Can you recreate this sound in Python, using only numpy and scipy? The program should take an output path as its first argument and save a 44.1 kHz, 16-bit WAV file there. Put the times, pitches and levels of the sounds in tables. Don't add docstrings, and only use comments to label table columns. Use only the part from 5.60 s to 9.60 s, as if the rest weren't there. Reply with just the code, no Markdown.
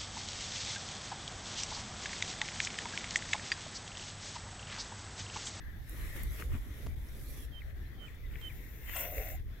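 import sys
import numpy as np
from scipy import signal
from scipy.fft import rfft, irfft
from scipy.io import wavfile
from scipy.ndimage import uniform_filter1d

SR = 44100
rng = np.random.default_rng(int(sys.argv[2]) if len(sys.argv) > 2 else 0)


def unload_wav(signal):
    wavfile.write(
        sys.argv[1],
        SR,
        np.round(np.clip(np.atleast_2d(signal).T, -1, 1) * 32767).astype(np.int16),
    )


N = 176400
T = np.arange(N) / SR
LUNGE_S = 3.364

# (frequency [Hz], likeness [-1..1], L-R [dB])
GROUND_STEREO = [(37.8, 0.44, 0), (138, 0.88, -.5), (302, 0.85, -.5), (680, 0.33, 0.5), (1380, 0.23, 3),
                 (1900, 0.27, 6.5), (3200, -0.027, 6), (4750, 0.046, 0), (7000, 0.21, 6), (10600, 0.94, 2),
                 (15000, 0.96, 0.5)]


def amp(db):
    return 10 ** (np.asarray(db) / 20)


def unit(x):
    return x / np.sqrt(np.mean(x ** 2) + 1e-20)


def curve(table):
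    times, *columns = np.transpose(table)
    return [np.interp(T, times, c) for c in columns]


def by_hz(table, hz):
    freqs, *columns = np.transpose(table)
    return [np.interp(np.log(hz + 1), np.log(freqs), c) for c in columns]


def placed(x, pan_db):
    gains = amp([[pan_db / 2], [-pan_db / 2]])
    return x * gains / gains.mean()


def add(mix, s, sound):
    part = mix[:, round(s * SR):][:, :sound.shape[1]]
    part += sound[:, :part.shape[1]]


def drift(rate_hz):
    hz = np.fft.rfftfreq(N, 1 / SR)
    return unit(irfft(rfft(rng.standard_normal(N)) * np.exp(-(hz / rate_hz) ** 2), N))


def texture(colour, stereo, patchy_db, grain_db=0, grains_per_s=3000):
    grain_index = np.cumsum(rng.random(N) < grains_per_s / SR)
    grain_gain = amp(grain_db * np.minimum(rng.exponential(1, N), 2 * np.pi))[grain_index]
    frames = dict(nperseg=2048, noverlap=1536)
    hz, _, (left, apart) = signal.stft(grain_gain * rng.standard_normal((2, N)), SR, **frames)
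    likeness, pan_db = (c[:, None] for c in by_hz(stereo, hz))
    likeness = np.clip(likeness, -1, 1)
    right = likeness * left + np.sqrt(1 - likeness ** 2) * apart
    spectra = np.array([left * amp(pan_db / 2), right * amp(-pan_db / 2)])
    spectra /= np.sqrt(amp(pan_db) + amp(-pan_db))
    patches = uniform_filter1d(rng.standard_normal(left.shape), size=14, axis=0)
    patches = unit(uniform_filter1d(patches, size=6, axis=1))
    patch_db = patchy_db * patches / np.hypot(1, hz / 4000)[:, None]
    spectra *= amp(by_hz(colour, hz)[0][:, None] + patch_db)
    return unit(signal.istft(spectra, **frames)[1][:, :N])


def stroke(s, rise_s, fall_s, db):
    return amp(db) * np.exp(-.5 * ((T - s) / np.where(T < s, rise_s, fall_s)) ** 2)


def resonate(x, hz, width_hz):
    carrier = np.exp(2j * np.pi * np.cumsum(np.broadcast_to(hz, N)) / SR)
    lowpass = signal.butter(N=4, Wn=width_hz / 2, fs=SR, output="sos")
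    return unit((carrier * signal.sosfilt(lowpass, x / carrier)).real)


def scuffle():
    # (time [s], level [dB])
    slide_levels = [(0, -78), (.25, -68), (.3, -56), (.4, -55), (.5, -54.5), (.6, -52), (.69, -55.5),
                    (.81, -52.5), (.85, -58), (1.05, -65), (1.25, -58.5), (1.36, -69.5), (1.5, -60.5),
                    (1.75, -52), (1.85, -56.5), (1.89, -70.5), (2.7, -81), (2.85, -63.5), (3.2, -69.5),
                    (4, -78)]
    # (peak time [s], rise [s], fall [s], level [dB])
    scrape_strokes = [(.44, 0.088, 0.089, -51), (.572, 0.029, 0.056, -49), (.73, 0.021, 0.042, -54.5),
                      (0.805, 0.022, 0.027, -46.5), (.952, 0.032, 0.017, -48), (1.2, 0.17, 0.03, -58),
                      (2.46, 0.039, 0.068, -56), (2.74, 0.034, 0.041, -59.5), (2.86, 0.044, 0.065, -58.5),
                      (3.295, 0.012, 0.0066, -49), (3.37, 0.03, 0.067, -52)]
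    # (peak time [s], rise [s], fall [s], level [dB])
    drag_strokes = [(1.3, 0.33, 0.27, -56)]
    # (frequency [Hz], relative level [dB])
    sand_colour = [(100, -8), (280, 9.5), (450, 5.5), (850, -6), (1400, -3), (2100, 2.5), (2900, -2.5),
                   (3600, 4), (4500, -6), (5700, 1), (7000, -1), (9000, -3.5), (11500, 4), (13500, 1.5),
                   (16000, -6.5)]
    scrape_colour = [(100, 5.5), (300, -3.5), (800, -12), (1200, -3.5), (1550, -6), (1900, 2.5),
                     (2300, -6.5), (2900, -9), (3600, -13), (4600, -28.5), (7500, -18), (10000, -31),
                     (16000, -18)]
    drag_colour = [(120, -9), (260, 7.5), (420, -6), (800, -33)]
    slide = texture(sand_colour, GROUND_STEREO, patchy_db=6, grain_db=1.34, grains_per_s=4000)
    slide *= amp(curve(slide_levels)[0] + 0.95 * drift(38))
    scrapes = texture(scrape_colour, GROUND_STEREO, patchy_db=2.5, grain_db=2, grains_per_s=1800)
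    scrapes *= np.sqrt(sum(stroke(*row) ** 2 for row in scrape_strokes))
    drag = texture(drag_colour, GROUND_STEREO, patchy_db=4) * sum(stroke(*row) for row in drag_strokes)
    return placed(slide, pan_db=-4.5) + scrapes + drag


def hiss():
    # (time [s], sharp edge [dB], breathy middle [dB])
    hiss_levels = [(2.4, -100, -100), (2.8, -65, -59.5), (3.0, -63, -64.5), (3.2, -61, -63.5),
                   (3.28, -53.5, -52), (3.344, -44, -48.5), (3.368, -42, -44.5), (3.412, -38, -46.5),
                   (3.455, -42, -48), (3.506, -48, -55.5), (3.545, -46, -53), (3.58, -45, -47),
                   (3.64, -49, -51), (3.71, -49, -52.5), (3.756, -52.5, -58.5), (3.8, -77, -62.5),
                   (3.85, -79, -109)]
    # (frequency [Hz], relative level [dB])
    edge_colour = [(3000, -46), (4700, -34), (5700, -16), (6600, -12), (8600, -15.5), (10000, -19.5),
                   (11300, -10), (12100, -5), (12900, -4), (14100, 2), (15000, 0.5), (16000, -15)]
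    middle_colour = [(300, -13), (850, -33), (1010, -9), (1220, -16), (1440, -5), (1640, -5.5), (2080, 6.5),
                     (2420, -4.5), (2740, 1), (3050, -20), (3450, -10.5), (4300, -17.5), (9000, -22)]
    # (frequency [Hz], likeness [-1..1], L-R [dB])
    hiss_stereo = [(640, 0.95, 1), (1200, .4, 2.7), (2120, 0.54, 12.7), (2880, .1, 9.3), (4450, -0.29, 1.2),
                   (6300, -0.82, 6.9), (8550, .6, 17), (10700, .95, 1.6), (14000, 0.85, 3.5)]
    # (frequency [Hz], width [Hz], level [dB])
    gape_modes = [(1010, 190, -55), (1440, 180, -55.5), (2754, 280, -51.5), (3230, 560, -57)]
    edge_db, middle_db = curve(hiss_levels)
    edge = texture(edge_colour, hiss_stereo, patchy_db=9.5) * amp(edge_db + 0.87 * drift(80))
    middle = texture(middle_colour, hiss_stereo, patchy_db=1, grain_db=1.5, grains_per_s=370)
    gape = sum(amp(db) * resonate(rng.standard_normal(N), hz, width) for hz, width, db in gape_modes)
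    gape *= stroke(LUNGE_S + 0.0077, rise_s=0.029, fall_s=0.065, db=0)
    return edge + middle * amp(middle_db) + placed(gape, pan_db=8)


def spit():
    # (peak time [s], rise [s], fall [s], level [dB])
    spurts = [(3.365, .005, .014, -46), (3.413, .01, .01, -51.5)]
    top_hz, climb_hz, climb_s = 8760, 2500, 0.001
    hz = top_hz - climb_hz / (1 + np.exp(np.minimum((T - LUNGE_S) / climb_s, 20)))
    air_jet = resonate(rng.standard_normal(N), hz, width_hz=2160)
    return placed(air_jet * sum(stroke(*row) for row in spurts), pan_db=13)


def rasp():
    # (time [s], level [dB])
    rasp_levels = [(3.3, -90), (3.35, -66), (3.364, -43.5), (3.395, -54), (3.428, -45.5), (3.45, -50),
                   (3.462, -46), (3.48, -47), (3.555, -53), (3.575, -50.5), (3.64, -51.5), (3.75, -52.5),
                   (3.785, -86), (3.82, -89)]
    flaps_per_s, flap_spread_db, throat_hz = 110, 1.5, 639
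    cycles = np.cumsum(flaps_per_s * np.exp(.4 * drift(70))) / SR
    pulses = np.diff(np.floor(cycles), prepend=0)
    flaps = unit(pulses * amp(flap_spread_db * rng.standard_normal(N)))
    airflow = flaps + .7 * rng.standard_normal(N)
    throat = resonate(airflow, throat_hz * (1 + 0.05 * drift(30)), width_hz=216)
    throat *= amp(curve(rasp_levels)[0])
    grunt = resonate(airflow, hz=524, width_hz=197) * stroke(3.577, rise_s=.008, fall_s=.032, db=-42.5)
    return placed(throat + grunt, pan_db=3)


def grit():
    # (time [s], centre [Hz], width [octaves], decay [ms], starting level [dB], L-R [dB])
    ticks = [(.2958, 13000, .45, 1.2, -40, -7), (.6338, 15000, .6, 1.4, -33, -.5),
             (.7205, 11000, .13, 1, -47, -2), (.801, 4000, 1.3, .6, -44, 3), (.8232, 1750, .4, 1.8, -35, 6),
             (1.487, 5900, .2, 2.5, -55, -2), (2.0198, 2080, .1, 4, -47, 5), (2.549, 8000, .4, 1, -60, 5),
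             (2.711, 2300, .3, 1.5, -51, 4), (2.737, 2500, .2, 3, -53, 4),
             (2.7568, 2100, .38, 2.6, -41.5, 5.5), (2.8145, 1100, 1.4, 2, -49, -4.5),
             (3.3358, 1950, .25, 2.5, -39, 7), (3.3634, 2500, .45, 10, -45, 9),
             (3.7034, 2030, .2, 3, -47, 9)]
    out, t = np.zeros((2, N)), T[:4096]
    hz = np.fft.rfftfreq(len(t), 1 / SR)
    for s, centre_hz, octaves, decay_ms, db, pan_db in ticks:
        decay_s = decay_ms / 1000
        burst = rng.standard_normal(len(t)) * np.exp(-t / decay_s)
        band = np.exp(-.5 * (np.log2((hz + 1) / centre_hz) / octaves) ** 2)
        tick = np.fft.fftshift(irfft(rfft(burst) * band))
        gain = amp(db) * np.sqrt(decay_s * SR / 2) / np.linalg.norm(tick)
        add(out, s - len(t) / 2 / SR, placed(gain * tick, pan_db))
    return out


def thumps():
    # (time [s], pitch [Hz], swell [s], envelope peak [dB])
    landings = [(0.947, 227, 0.0063, -37), (3.575, 47.3, 0.017, -29.5)]
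    out, t = np.zeros((2, N)), T[:4096]
    for s, pitch_hz, swell_s, db in landings:
        age = t / swell_s
        envelope = amp(db) * age * np.exp((1 - age ** 2) / 2)
        add(out, s, placed(envelope * np.sin(2 * np.pi * pitch_hz * t), pan_db=2))
    return out


def wind():
    # (time [s], level [dB])
    gusts = [(0, -41.5), (.28, -46), (.4, -39), (.58, -41.5), (.645, -32), (.82, -44.5), (.93, -30.5),
             (1.05, -43), (1.2, -44), (1.3, -35.5), (1.47, -44.5), (1.7, -41), (1.93, -44.5), (2.1, -40.5),
             (2.5, -46.5), (2.72, -42), (3.2, -46.5), (3.68, -44), (3.8, -36.5), (4, -48)]
    # (frequency [Hz], relative level [dB])
    rumble_colour = [(10, -8), (25, -8), (38, 6), (47, 1), (58, 8), (72, -1.5), (90, -10), (125, -9),
                     (190, -30.5), (400, -34.5), (1000, -63)]
    return texture(rumble_colour, GROUND_STEREO, patchy_db=0.5) * amp(curve(gusts)[0] + 0.27 * drift(35))


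def bird():
    # (time [s], whistle length [s], pitch [Hz], whistle [dB], slur [dB], whistle L-R [dB])
    calls = [(1.908, .091, 3090, -54.5, -59, -12), (2.373, 0.095, 3044, -55.5, -59.5, -26),
             (2.804, 0.085, 3047, -46.5, -57, -9), (3.251, 0.073, 3010, -58, -58, -14)]
    overshoot_hz, settle_s, release_s = 211, 0.0276, .004
    slur_s, step_hz, drop_hz, flutter_db = 0.048, 268.6, 1223, 3
    echo_db, echo_decay_s = -19, .06
    out = np.zeros((2, N))
    for s, length, pitch_hz, db, slur_db, pan_db in calls:
        t = T[:round((length + slur_s) * SR)]
        slur_progress = np.maximum(t - length, 0) / slur_s
        hz = pitch_hz + overshoot_hz * np.exp(-t / settle_s)
        hz -= step_hz * (slur_progress > 0) + drop_hz * slur_progress ** 0.94
        hz *= 1 + 0.0027 * drift(150)[:len(t)]
        tone = np.sqrt(2) * np.sin(2 * np.pi * np.cumsum(hz) / SR)
        swell = np.minimum(t / (0.56 * length), 1) ** 1.13
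        whistle = amp(db) * swell * np.clip((length - t) / release_s, 0, 1)
        slur = abs(np.sin(np.pi * slur_progress)) * amp(slur_db + flutter_db * drift(140)[:len(t)])
        add(out, s, placed(tone * whistle, pan_db) + placed(tone * slur, pan_db=6))
    tail = rng.standard_normal((2, SR)) * np.exp(-T[:SR] / echo_decay_s)
    echo = signal.fftconvolve(out.mean(0)[None], tail / np.linalg.norm(tail[0]), axes=1)[:, :N]
    return out + amp(echo_db) * echo


def far_birds():
    # (time [s], length [s], start pitch [Hz], end pitch [Hz], level [dB])
    notes = [(2.205, 0.06, 1850, 1730, -64.5), (2.249, .04, 4200, 4020, -73),
             (2.431, 0.028, 1480, 1420, -64), (2.622, 0.065, 2100, 1940, -60.5),
             (2.655, 0.025, 3800, 3570, -69)]
    out = np.zeros((2, N))
    for s, length, start_hz, end_hz, db in notes:
        progress = np.linspace(0, 1, round(length * SR))
        hz = (start_hz + (end_hz - start_hz) * progress) * (1 + 0.015 * drift(200)[:len(progress)])
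        tone = np.sqrt(2) * np.sin(2 * np.pi * np.cumsum(hz) / SR)
        add(out, s, placed(amp(db) * np.sin(np.pi * progress) * tone, pan_db=10))
    return out


def air():
    # (frequency [Hz], relative level [dB])
    air_colour = [(30, 3), (150, -1.5), (280, -2.5), (550, -9), (900, -17), (1350, -14.5), (1850, -9.5),
                  (2250, -12), (2750, -20.5), (3500, -15), (4500, -24.5), (6000, -26), (9200, -38),
                  (11800, -24), (16000, -27.5)]
    # (time [s], centre [Hz], level [dB])
    band_path = [(0, 1810, -57), (.1, 1760, -58.5), (.25, 1790, -70.5), (.58, 2006, -52.5),
                 (.85, 1810, -79), (1.3, 2140, -65), (1.6, 1910, -74), (2.2, 1810, -63.5),
                 (2.66, 1970, -79), (2.8, 1890, -75), (3.03, 2030, -61.5), (3.17, 1830, -73),
                 (3.85, 1930, -74), (4, 1810, -65.5)]
    centre_hz, db = curve(band_path)
    left, apart = (resonate(rng.standard_normal(N), centre_hz, width_hz=426) for _ in range(2))
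    right = unit(left + 4.9 * apart)
    band = placed(np.array([left, right]), pan_db=6) * amp(db)
    return amp(-56.5) * texture(air_colour, GROUND_STEREO, patchy_db=3) + band


def scene():
    # (time [s], width [s], depth [dB])
    dips = [(1.354, 0.0024, -14), (2.137, 0.012, -4.5), (3.846, 0.034, -7.5)]
    dip_gain = amp(sum(db * np.exp(-.5 * ((T - s) / width) ** 2) for s, width, db in dips))
    bed = wind() + dip_gain * (air() + scuffle())
    return bed + hiss() + spit() + rasp() + grit() + thumps() + bird() + far_birds()


def record(dry):
    # (time [s], length [s], size of the jump [dB])
    dropouts = [(1.2655, .0038, -34.5), (1.2698, .0013, -39)]
    cutoff_hz = 15850
    out = dry.copy()
    for s, length, db in dropouts:
        start, end = round(s * SR), round((s + length) * SR)
        out[:, start:end] = np.linspace(dry[:, start], dry[:, end], end - start, axis=1) + amp(db)
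    lowpass = signal.firwin(511, cutoff_hz, window=("kaiser", 9), fs=SR)
    return signal.oaconvolve(out, lowpass[None], "same")


dry = scene()
out = record(dry)
unload_wav(out)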